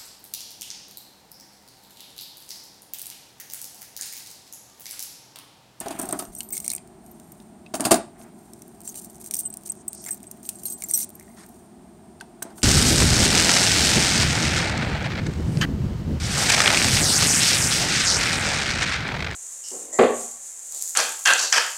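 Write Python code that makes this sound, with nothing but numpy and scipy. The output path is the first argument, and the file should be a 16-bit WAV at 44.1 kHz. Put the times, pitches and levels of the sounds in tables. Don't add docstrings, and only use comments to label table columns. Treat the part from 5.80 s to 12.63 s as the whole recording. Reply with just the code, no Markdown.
import sys
import numpy as np
from scipy import signal
from scipy.fft import rfft, irfft
from scipy.io import wavfile

SR = 44100
rng = np.random.default_rng(int(sys.argv[2]) if len(sys.argv) > 2 else 0)


def attenuation_scalar(level_db):
    decades = np.asarray(level_db, float) / 20
    return 10 ** decades


def transcribe(signal):
    frames = np.atleast_2d(signal).T
    limited = np.clip(frames, -1, 1)
    pcm = np.round(limited * 32767).astype(np.int16)
    wavfile.write(sys.argv[1], SR, pcm)


N = 301203

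# [f/Hz, density/dB]
AIR_SPECTRUM = [(28, -37), (42, -12), (65, -8.5), (130, -8), (220, 2.5), (290, -8.5), (360, -1), (470, -17),
                (530, -25.5), (600, -11.5), (690, -8), (1100, -21.5), (2800, -33), (6600, -35), (7900, -29),
                (8600, -23), (9500, -31.5), (11500, -41)]
# [f/Hz, density/dB]
CABINET_SPECTRUM = [(60, -13), (170, -11), (260, 2), (400, -2), (500, -21), (660, 4), (900, -8),
                    (1500, -14), (2600, -27.5)]
# [f/Hz, density/dB]
KEY_SPECTRUM = [(1530, -56), (2600, -25), (3430, -13), (4450, -5), (5390, -7), (7680, 4), (8420, 9),
                (13000, -6.5), (14300, -11), (16300, -2)]
# [f/Hz, density/dB]
RATTLE_SPECTRUM = [(530, -58), (900, 17.5), (2050, 1.5), (3060, 9), (3370, 1), (7780, 7.5), (8570, 4.5),
                   (15300, -6), (16300, -59)]
# [f/Hz, level/dB, t60/s]
LATCH_MODES = [(1200, -40, .035), (2860, -43, .015), (3760, -42, .03), (4920, -34, .018), (5500, -42, .03)]
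A, B, C, H, D, E, F, G = 7410, 11400, 11915, 12400, 12950, 13845, 14375, 15640
KEY_MODES_HZ = np.array([1550, 2210, 2600, 2930, 4140, 5860, 6410, 7410, 8165, 8745, 9650, 11400, 11915, 12400, 12950, 13845, 14375, 15640])
# [t/s, f/Hz, level/dB, t60/s]
BUMPS = [
    (.48, 40, -38, .15),
    (2.11, 48, -37, .2),
]
# [t/s, length/s, level/dB]
DRAGS = [
    (0, 0.18, -43),
    (.17, 0.22, -42),
    (2.38, 0.13, -55.5),
    (6.63, 0.15, -60),
]
# [t/s, length/s, level/dB, low f/Hz, high f/Hz]
SWISHES = [(0, 0.29, -50, 885, 3600), (2.342, 0.19, -64, 880, 2520), (3.957, 0.074, -53, 5640, 10200),
           (4.101, 0.086, -47.5, 6600, 10200), (4.143, 0.099, -45, 4600, 9450),
           (4.258, 0.048, -52.5, 600, 2260), (5.561, 0.093, -52, 3000, 11000),
           (5.565, 0.094, -55, 890, 2250), (0.839, 0.035, -54, 3550, 6030), (0.892, 0.033, -41, 3630, 6000),
           (6.622, 0.12, -59, 700, 2040)]
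# [t/s, length/s, level/dB]
SLIDES = [(0.518, 0.16, -56), (0.718, 0.078, -37.5), (0.81, 0.075, -48), (1.2, 0.54, -65.5),
          (2.504, 0.6, -64), (3.04, 0.11, -49.5), (3.148, 0.062, -41.5), (3.208, 0.067, -47.5),
          (3.27, 0.12, -60.5), (3.396, 0.04, -51), (3.435, 0.06, -46), (3.501, 0.14, -45),
          (3.694, 0.32, -65), (3.851, 0.035, -54), (4.215, 0.17, -48), (4.372, 0.303, -63.5),
          (4.627, 0.32, -53), (4.85, 0.11, -51), (4.96, 0.19, -49.5), (5.096, 0.077, -49.5),
          (5.165, 0.087, -32.5), (5.27, 0.65, -62.5)]
# [t/s, length/s, level/dB]
LOCK_SLIDES = [
    (0, 0.17, -54),
    (0.145, 0.39, -51.5),
    (2.378, 0.076, -57),
    (6.75, 0.16, -51.5),
]
# [t/s, peak/dB, f/Hz]
LOOP_KNOCKS = [(0.7314, -38.5, 2200), (0.745, -41, 2220), (0.769, -37.5, 2160), (0.8445, -42, 2200),
               (0.8793, -37.5, 2280), (0.9146, -38, 2170), (0.9333, -36, 2440), (0.944, -45, 2280),
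               (0.9802, -48, 2120), (4.262, -41, 2040), (4.2722, -41, 2100), (4.2774, -42, 2150),
               (4.2852, -41, 2040), (4.2902, -37, 1770), (5.0394, -42, 2070), (5.0944, -54, 2260),
               (5.1088, -43, 2060), (5.1806, -45, 2120), (5.2036, -46, 2110), (5.3936, -49.5, 1870),
               (5.4094, -47.5, 2080), (5.4331, -55, 2080), (5.4789, -49, 1880), (5.5004, -53.5, 2070),
               (5.5368, -58, 2020)]
# [t/s, thud/dB, latch rattle/dB, contact/s, panel f/Hz]
KNOCKS = [(.006, -44.5, -34.5, 0.0091, 1770), (0.057, -32.5, -41, 0.009, 845),
          (0.104, -38, -33.5, 0.011, 332), (0.189, -33.5, -52, 0.011, 320),
          (0.227, -36.5, -60, 0.0089, 380), (.287, -41, -40, 0.0099, 730), (0.325, -27.5, -53, 0.0048, 640),
          (0.391, -39.5, -29.5, 0.0095, 1275), (.422, -38.5, -40, 0.0034, 1190),
          (1.938, -30.5, -28.5, 0.0076, 800), (1.951, -57, -25.5, 0.0034, 221),
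          (1.997, -29, -35, 0.0027, 830), (2.006, -31, -24.5, 0.0012, 327), (2.02, -35, -43, 0.0038, 970),
          (2.04, -59, -31, 0.0045, 1000), (2.05, -27.5, -15, 0.0073, 260), (2.067, -27, -40.5, 0.0035, 840),
          (2.108, -18.5, -13.5, 0.0066, 695), (2.114, -16, -10.5, 0.0088, 646),
          (2.142, -27, -42, 0.006, 313), (2.153, -35, -27.5, 0.0073, 700), (6.409, -48, -55, 0.0077, 923),
          (6.621, -42, -38.5, 0.003, 682), (6.652, -41, -64, 0.0023, 248), (6.701, -47.5, -55, .008, 960),
          (6.779, -47, -42, 0.0059, 1505)]
# [t/s, length/s, nearest mode f/Hz, start level/dB]
LOW_RINGS = [(.562, .014, 8170, -33), (.562, 0.018, 5860, -44.5), (3.632, 0.022, 8745, -32),
             (3.725, 0.011, 8165, -34), (4.328, 0.008, 8165, -27), (5.038, 0.011, 7410, -25.5),
             (.604, 0.0032, 2930, -27.5), (.724, 0.016, 8160, -22), (1.862, 0.0068, 2600, -37.5),
             (2.152, 0.042, 9800, -37), (3.095, 0.0083, 6400, -33), (3.172, 0.026, 2930, -56),
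             (.9, .015, 4140, -36.5), (.845, .02, 4140, -58), (3.075, 0.0063, 7410, -26.5),
             (3.652, 0.019, 2930, -53.5), (4.858, 0.023, 8745, -28), (3.564, 0.0059, 5850, -30.5),
             (3.652, 0.023, 8230, -22), (3.702, 0.0063, 8165, -30), (3.896, 0.0084, 8165, -16.5),
             (4.079, 0.0071, 8165, -18), (4.306, 0.024, 8165, -23), (4.468, 0.0093, 8165, -33),
             (4.853, 0.011, 4170, -37.5), (4.88, 0.044, 6410, -44), (4.899, .016, 8165, -27),
             (4.66, 0.011, 8165, -36), (4.754, 0.011, 8165, -37), (4.262, .012, 7410, -31),
             (4.919, 0.047, 8140, -30), (5.021, 0.0032, 2210, -34.5), (5.092, 0.014, 5900, -35),
             (5.094, 0.018, 8060, -29.5), (5.135, 0.023, 8240, -14), (5.137, 0.025, 5860, -20),
             (5.22, 0.015, 5900, -28.5), (6.408, 0.0086, 1550, -35), (6.621, 0.0085, 1550, -30.5)]
# [t/s, length/s, nearest mode f/Hz, start level/dB]
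HIGH_RINGS = [(.4, 0.047, E, -42), (.55, .04, E, -52), (.575, 0.045, C, -42), (.63, 0.049, C, -47),
              (.635, 0.048, E, -50), (.705, .02, G, -30), (.724, .02, F, -31), (.724, .03, E, -40),
              (.793, .04, E, -48), (.93, 0.0073, F, -32), (1.24, .08, B, -60), (1.31, .012, D, -50),
              (1.44, .09, B, -62), (1.945, .043, A, -49), (1.94, 0.035, G, -43), (2.145, .03, G, -40),
              (3.18, .012, C, -44), (3.565, .02, B, -48), (3.567, .015, F, -33), (3.59, 0.04, B, -52),
              (3.59, 0.011, F, -28), (3.655, .045, E, -51), (3.655, 0.039, F, -49), (3.3, 0.0084, C, -47),
              (4.308, .025, F, -36), (4.66, .015, F, -44), (4.665, 0.0078, C, -42), (4.855, 0.011, B, -25),
              (4.898, .042, E, -41), (4.9, .05, F, -41), (4.925, .01, C, -34), (5.497, .004, B, -53),
              (4.854, .008, H, -26), (5.351, .005, H, -39), (4.834, .01, F, -36), (4.08, .008, F, -38),
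              (5.689, 0.0049, C, -49.5), (5.055, 0.016, D, -46), (5.084, .018, F, -39),
              (5.085, .012, C, -31), (5.136, .02, F, -29), (5.14, .03, G, -34), (5.14, .07, E, -35),
              (5.143, 0.073, C, -26.5), (5.175, .035, F, -35)]
# [t/s, peak/dB, dull part/dB, contact/ms]
PULL_CLICKS = [(.0012, -13, -44, 3.7), (.083, -13.5, -10, 1.6), (.1887, -14.5, -36, 4.2),
               (.1966, -8, -35, 2.4), (.2134, -17, -29, 7.8), (.225, -18, -38, 7.5), (.254, -20, -25, 4.1),
               (.2888, -12.5, -43, 2.4), (.31, -15, -13, 1.3), (.325, -6.5, -49, 3.3),
               (.3895, -10.5, -41, 5.1), (.452, -23, -8, 1.1), (.55, -21.5, -33, 4), (.584, -21, -36, 8.6),
               (.6055, -10.5, -9, 2.05), (.6872, -26.5, -48, 6.2), (.801, -16, -21, 4),
               (.8537, -15, -23, 1.7), (.8791, 1.5, -29, 0.87), (.9019, 4, -22.5, 0.63),
               (.9802, -29, 3, 1.8), (1.0745, -30.5, -14, 1.2), (1.3985, -25, -10.5, 0.8),
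               (1.6013, -39.5, 7, 1.1)]
# [t/s, peak/dB, dull part/dB, contact/ms]
LATCH_CLICKS = [
    (1.862, -51.5, 14.5, 2.7),
    (1.9422, -21, 3, 3.2),
    (2.0066, 3.5, -18, 0.58),
    (2.1152, 3.5, -14, 3.6),
    (2.1415, -6, -6.5, 4.3),
    (2.414, -41, 8, 1.5),
    (6.402, -40, 4, 2.2),
    (6.41, -25, -0.5, 2.2),
    (6.818, -27.5, -0.5, 2),
]
# [t/s, peak/dB, dull part/dB, contact/ms]
SORT_CLICKS = [(2.734, -22.5, -18, 1.6), (2.8196, -22.5, -17.5, 2), (3.0342, -30, -25, 2.1),
               (3.0756, -16.5, -16, 1.7), (3.0914, -9, -24, 0.78), (3.1433, -16.5, -9, 0.51),
               (3.156, -19, -11, 1.9), (3.173, -24, -25, 4.5), (3.4063, -26, -17, 1),
               (3.4608, -14.5, -24, 1.2), (3.473, -18.5, -24, 1.3), (3.51, -8, -16.5, 1.7),
               (3.5529, -8, -29, 2.1), (3.5664, -10, -42, 2.7), (3.587, -12.5, -32, 11.6),
               (3.6318, -23, -24, 1.4), (3.7392, -13.5, -21, 1.35), (3.7707, -12.5, -35, 1.2),
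               (3.8347, -24, -22, 1.1), (3.891, -16, -21, 1.4), (3.9184, -18, -25, 3.9)]
# [t/s, peak/dB, dull part/dB, contact/ms]
PICK_CLICKS = [(4.08, -10.5, -44, 1.5), (4.131, -8, -19, 0.32), (4.219, -28, -24, 1),
               (4.2502, -20.5, -11, 1.3), (4.2623, -16, -15, 1.1), (4.3077, -25, -31, 8.2),
               (4.3444, -14, -56, 0.76), (4.403, -27, -9, 0.49), (4.5122, -18.5, -23, 2.8),
               (4.6523, -22, -11, 1.2), (4.6904, 7.5, -20, 0.42), (4.8538, -15.5, -21.5, 4.7),
               (4.899, -20, -33, 4.1), (5.0212, -9.5, -14, 1.3), (5.0375, -8, -31, 1.23),
               (5.1112, -1.5, -42, 1), (5.1367, -9, -26, 13), (5.1893, -9, -27, 2.1),
               (5.2913, -26, -27, 1.9), (5.3517, -31, -24, 3.7), (5.397, -23.5, -13, 1.1),
               (6.6241, -12, -13.5, 4.3)]
# [t/s, peak/dB, dull part/dB, rebound delay/s]
DOUBLES = [
    (.769, -1, -21, 0.0094),
    (3.005, -19.5, -19, 0.011),
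    (3.5386, 3.5, -24, 0.0049),
    (3.602, -2.5, -25.5, 0.0056),
    (3.874, -13.5, -21, 0.0049),
    (4.285, -6, -17.5, 0.0042),
    (4.438, -28.5, -3.5, 0.0039),
    (4.6305, -20.5, -20, 0.0041),
]
# [t/s, peak/dB, dull part/dB, first gap/s, gap ratio]
CHATTERS = [
    (0.916, -10, -37, .0184, .83),
    (5.2, -10.5, -26, 0.014, 1.03),
]
# [t/s, peak/dB, top region/dB, contact/ms]
EARLY_TICKS = [(0.5354, -32, -16, 1.6), (0.6305, -28, -3, 2.6), (0.7048, -21, -9, 1.7),
               (0.8214, -34, -17, 2.0), (0.844, -17, -14, 4), (0.862, -14, -16, 2.3),
               (1.2625, -32, -15, 2.0), (1.3134, -40, 0, 2.0), (1.5189, -32.5, -7.5, 4.5),
               (2.879, -36, -7, 2.2), (3.2196, -28, -14, 2.0), (3.246, -24, -8, 2.2),
               (3.2984, -27.5, -22, 2.4), (3.3298, -36, -12, 2.0), (3.3453, -30, -18, 2.2),
               (3.3554, -28, -19, 1.5), (3.3644, -33, -16, 2.0), (3.3812, -32, -18, 2.0),
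               (3.4125, -25.5, -10, 2.6), (3.4421, -22, -11, 1.8), (3.701, -31, -4, 1.4),
               (3.7265, -30, -24, 1.8), (3.8094, -38, -14, 2.0), (3.8194, -38, -17, 1.7),
               (3.8596, -21, -24, 2.8), (3.9519, -33, -17, 2.2)]
# [t/s, peak/dB, top region/dB, contact/ms]
LATE_TICKS = [(4.0884, -26, -23, 1.36), (4.1484, -23, -14, 2.2), (4.24, -18, -17, 2.0),
              (4.271, -21, -23, 2.0), (4.315, -17, -19.5, 1.9), (4.3314, -20, -17, 1.8),
              (4.3744, -39, -10, 2.0), (4.43, -25.5, -14, 1.8), (4.572, -37, -14, 2.0),
              (4.7536, -34, -12, 2.0), (4.796, -27.5, -15, 2.1), (4.8332, -21, -15, 2.7),
              (4.8824, -17, -14, 2.4), (4.9866, -34, -8, 2.0), (5.007, -26, -14, 1.8),
              (5.0863, -19, -9, 2.0), (5.1564, -20, -4, 2.0), (5.1753, -11, 0, 2.5), (5.3024, -32, -7, 2.0),
              (5.4077, -34, -14, 2.0), (5.4266, -35, -10, 2.0), (5.662, -32.5, -11.5, 2.6),
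              (5.688, -40, -7, 1.8)]
# [t/s, peak/dB, top region/dB, contact/ms]
LEAD_TICKS = [
    (.8925, -24, -14, 2.2),
    (.926, -21, -10, 3.2),
]

AIR_DB = -48
ROOM_T60_S, ROOM_DB, ROOM_CUT_HZ = 0.28, -18, 4800
PORT_HZ, PORT_WIDTH_HZ = 8466, 480
NOTCH_HZ, NOTCH_Q, NOTCH_SHARE = 7830, 29, 0.84
CUTOFF_HZ, STEP_HZ, STEP_DB = 17100, 15900, -18
SLIDE_LOW_HZ, THINNER_HZ_PER_DB = 4600, 64
LOCK_LOW_HZ = 2800
LOOP_T60_S, LOOP_THUMP_DB = .021, -5
PANEL_DB, PANEL_T60_S = -31, 0.085
LOW_FADE_DB, HIGH_FADE_DB = 9, 6
TWIN_SHARE, TWIN_LOSS_DB_PER_S = .6, 500
PULL_BRIGHT_DB, LATCH_BRIGHT_DB, SORT_BRIGHT_DB, PICK_BRIGHT_DB = -15.5, -21, -14.5, -11
SOFT_BRIGHTER = 0.11
BLUNT_DARKER = 0.033
DOUBLE_MS, DOUBLE_BRIGHT_DB, REBOUND_LOSS_DB = 0.56, -13, 0.5
CHATTER_MS, CHATTER_BRIGHT_DB = 2.2, -17
TICK_GAIN_DB, TICK_DULL_DB = 0.5, -21


def rms_one(x):
    return x / np.sqrt(np.mean(x ** 2) + 1e-20)


def spectrum_db(hz, points):
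    table_hz, table_db = np.transpose(points)
    return np.interp(np.log(hz), np.log(table_hz), table_db)


def colour(x, points):
    hz = np.maximum(np.fft.rfftfreq(len(x), 1 / SR), 1)
    return rms_one(irfft(rfft(x) * attenuation_scalar(spectrum_db(hz, points)), len(x)))


def band(x, low_hz, high_hz):
    edges_hz = [low_hz, min(high_hz, .45 * SR)]
    return signal.sosfilt(signal.butter(2, edges_hz, "band", fs=SR, output="sos"), x)


def ring(x, hz, t60_s):
    r, w = attenuation_scalar(-60 / (t60_s * SR)), 2 * np.pi * hz / SR
    return signal.lfilter([0, np.sin(w)], [1, -2 * r * np.cos(w), r * r], x + 1e-18)


def add(out, s, piece):
    i = max(round(s * SR), 0)
    out[i:i + len(piece)] += piece[:N - i]


def span(row):
    return slice(round(row[0] * SR), round((row[0] + row[1]) * SR))


def grains(per_s, spread_db):
    sizes = attenuation_scalar(spread_db * np.minimum(rng.exponential(1, N), 4)) * rng.choice([-1, 1], N)
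    return sizes * (rng.random(N) < per_s / SR)


def uneven(depth_db, low_hz):
    return attenuation_scalar(depth_db * rms_one(band(rng.standard_normal(N), low_hz, 4 * low_hz)))


def strokes(rows, fade):
    gain = np.zeros(N)
    for row in rows:
        t = np.linspace(0, 1, round(row[1] * SR))
        add(gain, row[0], attenuation_scalar(row[2]) * np.clip(np.minimum(2 * t, 1 - t) / fade, 0, 1))
    return gain


def air():
    return attenuation_scalar(AIR_DB) * colour(rng.standard_normal(N), AIR_SPECTRUM)


def room(x):
    t = np.arange(round(.5 * SR)) / SR
    decay = attenuation_scalar(-60 * t / ROOM_T60_S) * (t > .004)
    tail = band(rng.standard_normal(len(t)), 83, ROOM_CUT_HZ) * decay
    through_port = band(rng.standard_normal(len(t)), PORT_HZ - 900, PORT_HZ + 1600) * decay
    tail = tail + 0.47 * through_port
    return attenuation_scalar(ROOM_DB) * signal.fftconvolve(x, tail / np.sqrt(np.sum(tail ** 2)))[:N]


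def bumps():
    out, t = np.zeros(N), np.arange(SR // 4) / SR
    for s, hz, db, t60_s in BUMPS:
        decay = attenuation_scalar(db - 60 * t / t60_s)
        add(out, s, decay * np.sin(2 * np.pi * hz * t) * np.minimum(t / .015, 1))
    return out


def drags():
    friction = grains(330, spread_db=5.0) + 1.4 * rng.standard_normal(N)
    return strokes(DRAGS, fade=0.16) * colour(friction, CABINET_SPECTRUM) * uneven(3.4, 31)


def swishes():
    out = np.zeros(N)
    fibres = grains(14000, spread_db=2.5) * uneven(1.8, 12.0)
    fibres = fibres + 1.5 * band(fibres, PORT_HZ - PORT_WIDTH_HZ, PORT_HZ + PORT_WIDTH_HZ)
    for row in SWISHES:
        part, low_hz, high_hz = span(row), row[3], row[4]
        brushed = band(band(fibres[part], low_hz, high_hz), low_hz, high_hz)
        out[part] += rms_one(brushed) * strokes([row], fade=0.19)[part]
    return out


def rustle():
    fine = colour(grains(3500, spread_db=4.5) * uneven(3.0, 10.3), KEY_SPECTRUM)
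    hiss = colour(rng.standard_normal(N), KEY_SPECTRUM) * uneven(4.0, 14.0)
    modes_hz = KEY_MODES_HZ[5:]
    chatter = 0
    for hz, db in zip(modes_hz, spectrum_db(modes_hz, KEY_SPECTRUM)):
        chatter = chatter + attenuation_scalar(0.57 * db) * ring(grains(220, spread_db=3.0), hz, 0.035)
    sliding = 1.2 * fine + 0.25 * hiss + 0.9 * rms_one(chatter)
    rows = [(*row, SLIDE_LOW_HZ - THINNER_HZ_PER_DB * (row[2] + 45)) for row in SLIDES]
    rows += [(*row, LOCK_LOW_HZ) for row in LOCK_SLIDES]
    out = np.zeros(N)
    for row in rows:
        part = span(row)
        out[part] += band(sliding[part], 0.14 * row[3], 27000)
    return out * strokes(rows, fade=0.25)


def wire_loop():
    out, t = np.zeros(N), np.arange(2000) / SR
    for s, db, hz in LOOP_KNOCKS:
        shape = attenuation_scalar(-60 * t / LOOP_T60_S) * np.minimum(t / 0.0013, 1)
        roughness = 1 + 3.8 * band(rng.standard_normal(len(t)), 60, 410)
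        ping = np.sin(2 * np.pi * hz * t) * shape * roughness
        thump = np.sin(2 * np.pi * 900 * t) * attenuation_scalar(LOOP_THUMP_DB - 13000 * t)
        add(out, s, attenuation_scalar(db + 4.5) * (ping + thump))
    return out


def knocks():
    t, out = np.arange(round(.4 * SR)) / SR, np.zeros(N)
    for s, thud_db, rattle_db, contact_s, panel_hz in KNOCKS:
        body_noise, latch_noise = rng.standard_normal((2, len(t)))
        rise = np.minimum(t / (0.5 * contact_s), 1)
        contact = rise * np.exp(-t / contact_s)
        thud = colour(body_noise, CABINET_SPECTRUM) * (contact + attenuation_scalar(-3.0) * rise * attenuation_scalar(-280 * t))
        thud = thud + attenuation_scalar(PANEL_DB) * ring(3 * body_noise * contact, panel_hz, PANEL_T60_S)
        rattle = colour(latch_noise, RATTLE_SPECTRUM) * contact
        rattle = rattle + colour(latch_noise, KEY_SPECTRUM) * attenuation_scalar(-5.0 - 520 * t) * rise
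        for hz, db, t60_s in LATCH_MODES:
            rattle = rattle + attenuation_scalar(db) * ring(3 * latch_noise * contact, hz, t60_s)
        add(out, s, attenuation_scalar(thud_db + 4.0) * band(thud, 88, 5220) + attenuation_scalar(rattle_db) * rattle)
    return out


def rings():
    rows = [(*row, row[3] - LOW_FADE_DB) for row in LOW_RINGS]
    rows += [(*row, row[3] - HIGH_FADE_DB) for row in HIGH_RINGS]
    out = np.zeros(N)
    for s, length_s, near_hz, start_db, end_db in rows:
        phase, beat = rng.random(2)
        hz = KEY_MODES_HZ[np.argmin(abs(KEY_MODES_HZ - near_hz))]
        t = np.arange(round((length_s + .02) * SR)) / SR
        free_db = np.interp(t, [0, length_s], [start_db, end_db])
        shape = attenuation_scalar(free_db - 2800 * np.maximum(t - length_s, 0))
        finger_brush = signal.lfilter([.0025], [1, -1.9, .9025], rng.standard_normal(len(t)))
        wobble = 1 + .25 * np.sin(2 * np.pi * (phase + 120 * beat * t)) + 3.0 * finger_brush
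        blade = wobble * np.sin(2 * np.pi * (hz * t + phase))
        twin = TWIN_SHARE * attenuation_scalar(-TWIN_LOSS_DB_PER_S * t) * np.sin(2 * np.pi * hz * (1.015 + .04 * beat) * t)
        attack = np.sin(np.minimum(t / 0.00067, 1) * np.pi / 2) ** 2
        add(out, s + 0.00099, attack * shape * (blade + twin))
    return out


def contacts():
    rows = []
    for table, bright in [(PULL_CLICKS, PULL_BRIGHT_DB), (LATCH_CLICKS, LATCH_BRIGHT_DB),
                          (SORT_CLICKS, SORT_BRIGHT_DB), (PICK_CLICKS, PICK_BRIGHT_DB)]:
        rows += [(s, db, dull, bright, ms) for s, db, dull, ms in table]
    for s, db, dull, gap_s in DOUBLES:
        for k in range(2):
            rows.append((s + k * gap_s, db - k * REBOUND_LOSS_DB, dull, DOUBLE_BRIGHT_DB, DOUBLE_MS))
    for s, db, dull, gap_s, ratio in CHATTERS:
        for k in range(4):
            delay_s = gap_s * np.sum(ratio ** np.arange(k))
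            rows.append((s + delay_s, db, dull, CHATTER_BRIGHT_DB, CHATTER_MS))
    for table in (EARLY_TICKS, LEAD_TICKS, LATE_TICKS):
        rows += [(s, db + TICK_GAIN_DB, TICK_DULL_DB, bright, ms) for s, db, bright, ms in table]
    return [(s, db, dull, bright - SOFT_BRIGHTER * (db + 31.0) - BLUNT_DARKER * (dull + 20), ms)
            for s, db, dull, bright, ms in rows]


def clicks():
    out, t = np.zeros(N), np.arange(1600) / SR
    for s, db, dull_db, bright_db, ms in contacts():
        contact = (1 - np.exp(-t / (0.00028 + 0.00015 * ms))) * attenuation_scalar(-11 * t * 1000 / ms)
        regions = [(2100, 5500, dull_db + 0.5),
                   (PORT_HZ - PORT_WIDTH_HZ, PORT_HZ + 2.0 * PORT_WIDTH_HZ, -1.5),
                   (5500, 7800, 0.31 * dull_db - 3.0),
                   (10500, 16000, bright_db + 8.5)]
        for low, high, part_db in regions:
            burst = rng.standard_normal(len(t)) * (contact + 0.079 * attenuation_scalar(-1500 * t))
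            scrape = band(burst, low, high) * np.sqrt(SR / 2 / (high - low))
            mode_hz = low + (high - low) * rng.random() ** 1.48
            mode = np.sin(2 * np.pi * mode_hz * t) * contact
            add(out, s, attenuation_scalar(db + part_db) * (0.36 * scrape + 0.37 * mode))
    return out


def scene():
    near = drags() + swishes() + rustle() + wire_loop() + knocks() + clicks()
    return (air() + bumps() + near + room(near) + rings())[None]


def band_limit(x):
    return signal.sosfilt(signal.butter(12, 17140, fs=SR, output="sos"), x)


def record(dry):
    dipped = dry - NOTCH_SHARE * signal.lfilter(*signal.iirpeak(NOTCH_HZ, NOTCH_Q, SR), dry)
    step = np.where(np.fft.rfftfreq(N, 1 / SR) > STEP_HZ, attenuation_scalar(STEP_DB), 1)
    stepped = irfft(rfft(dipped) * step, N)
    rounded = .93 * np.tanh(stepped / .93)
    mix = signal.sosfilt(signal.cheby2(12, 80, CUTOFF_HZ, fs=SR, output="sos"), rounded)
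    return band_limit(mix)


dry = scene()
out = record(dry)
transcribe(out)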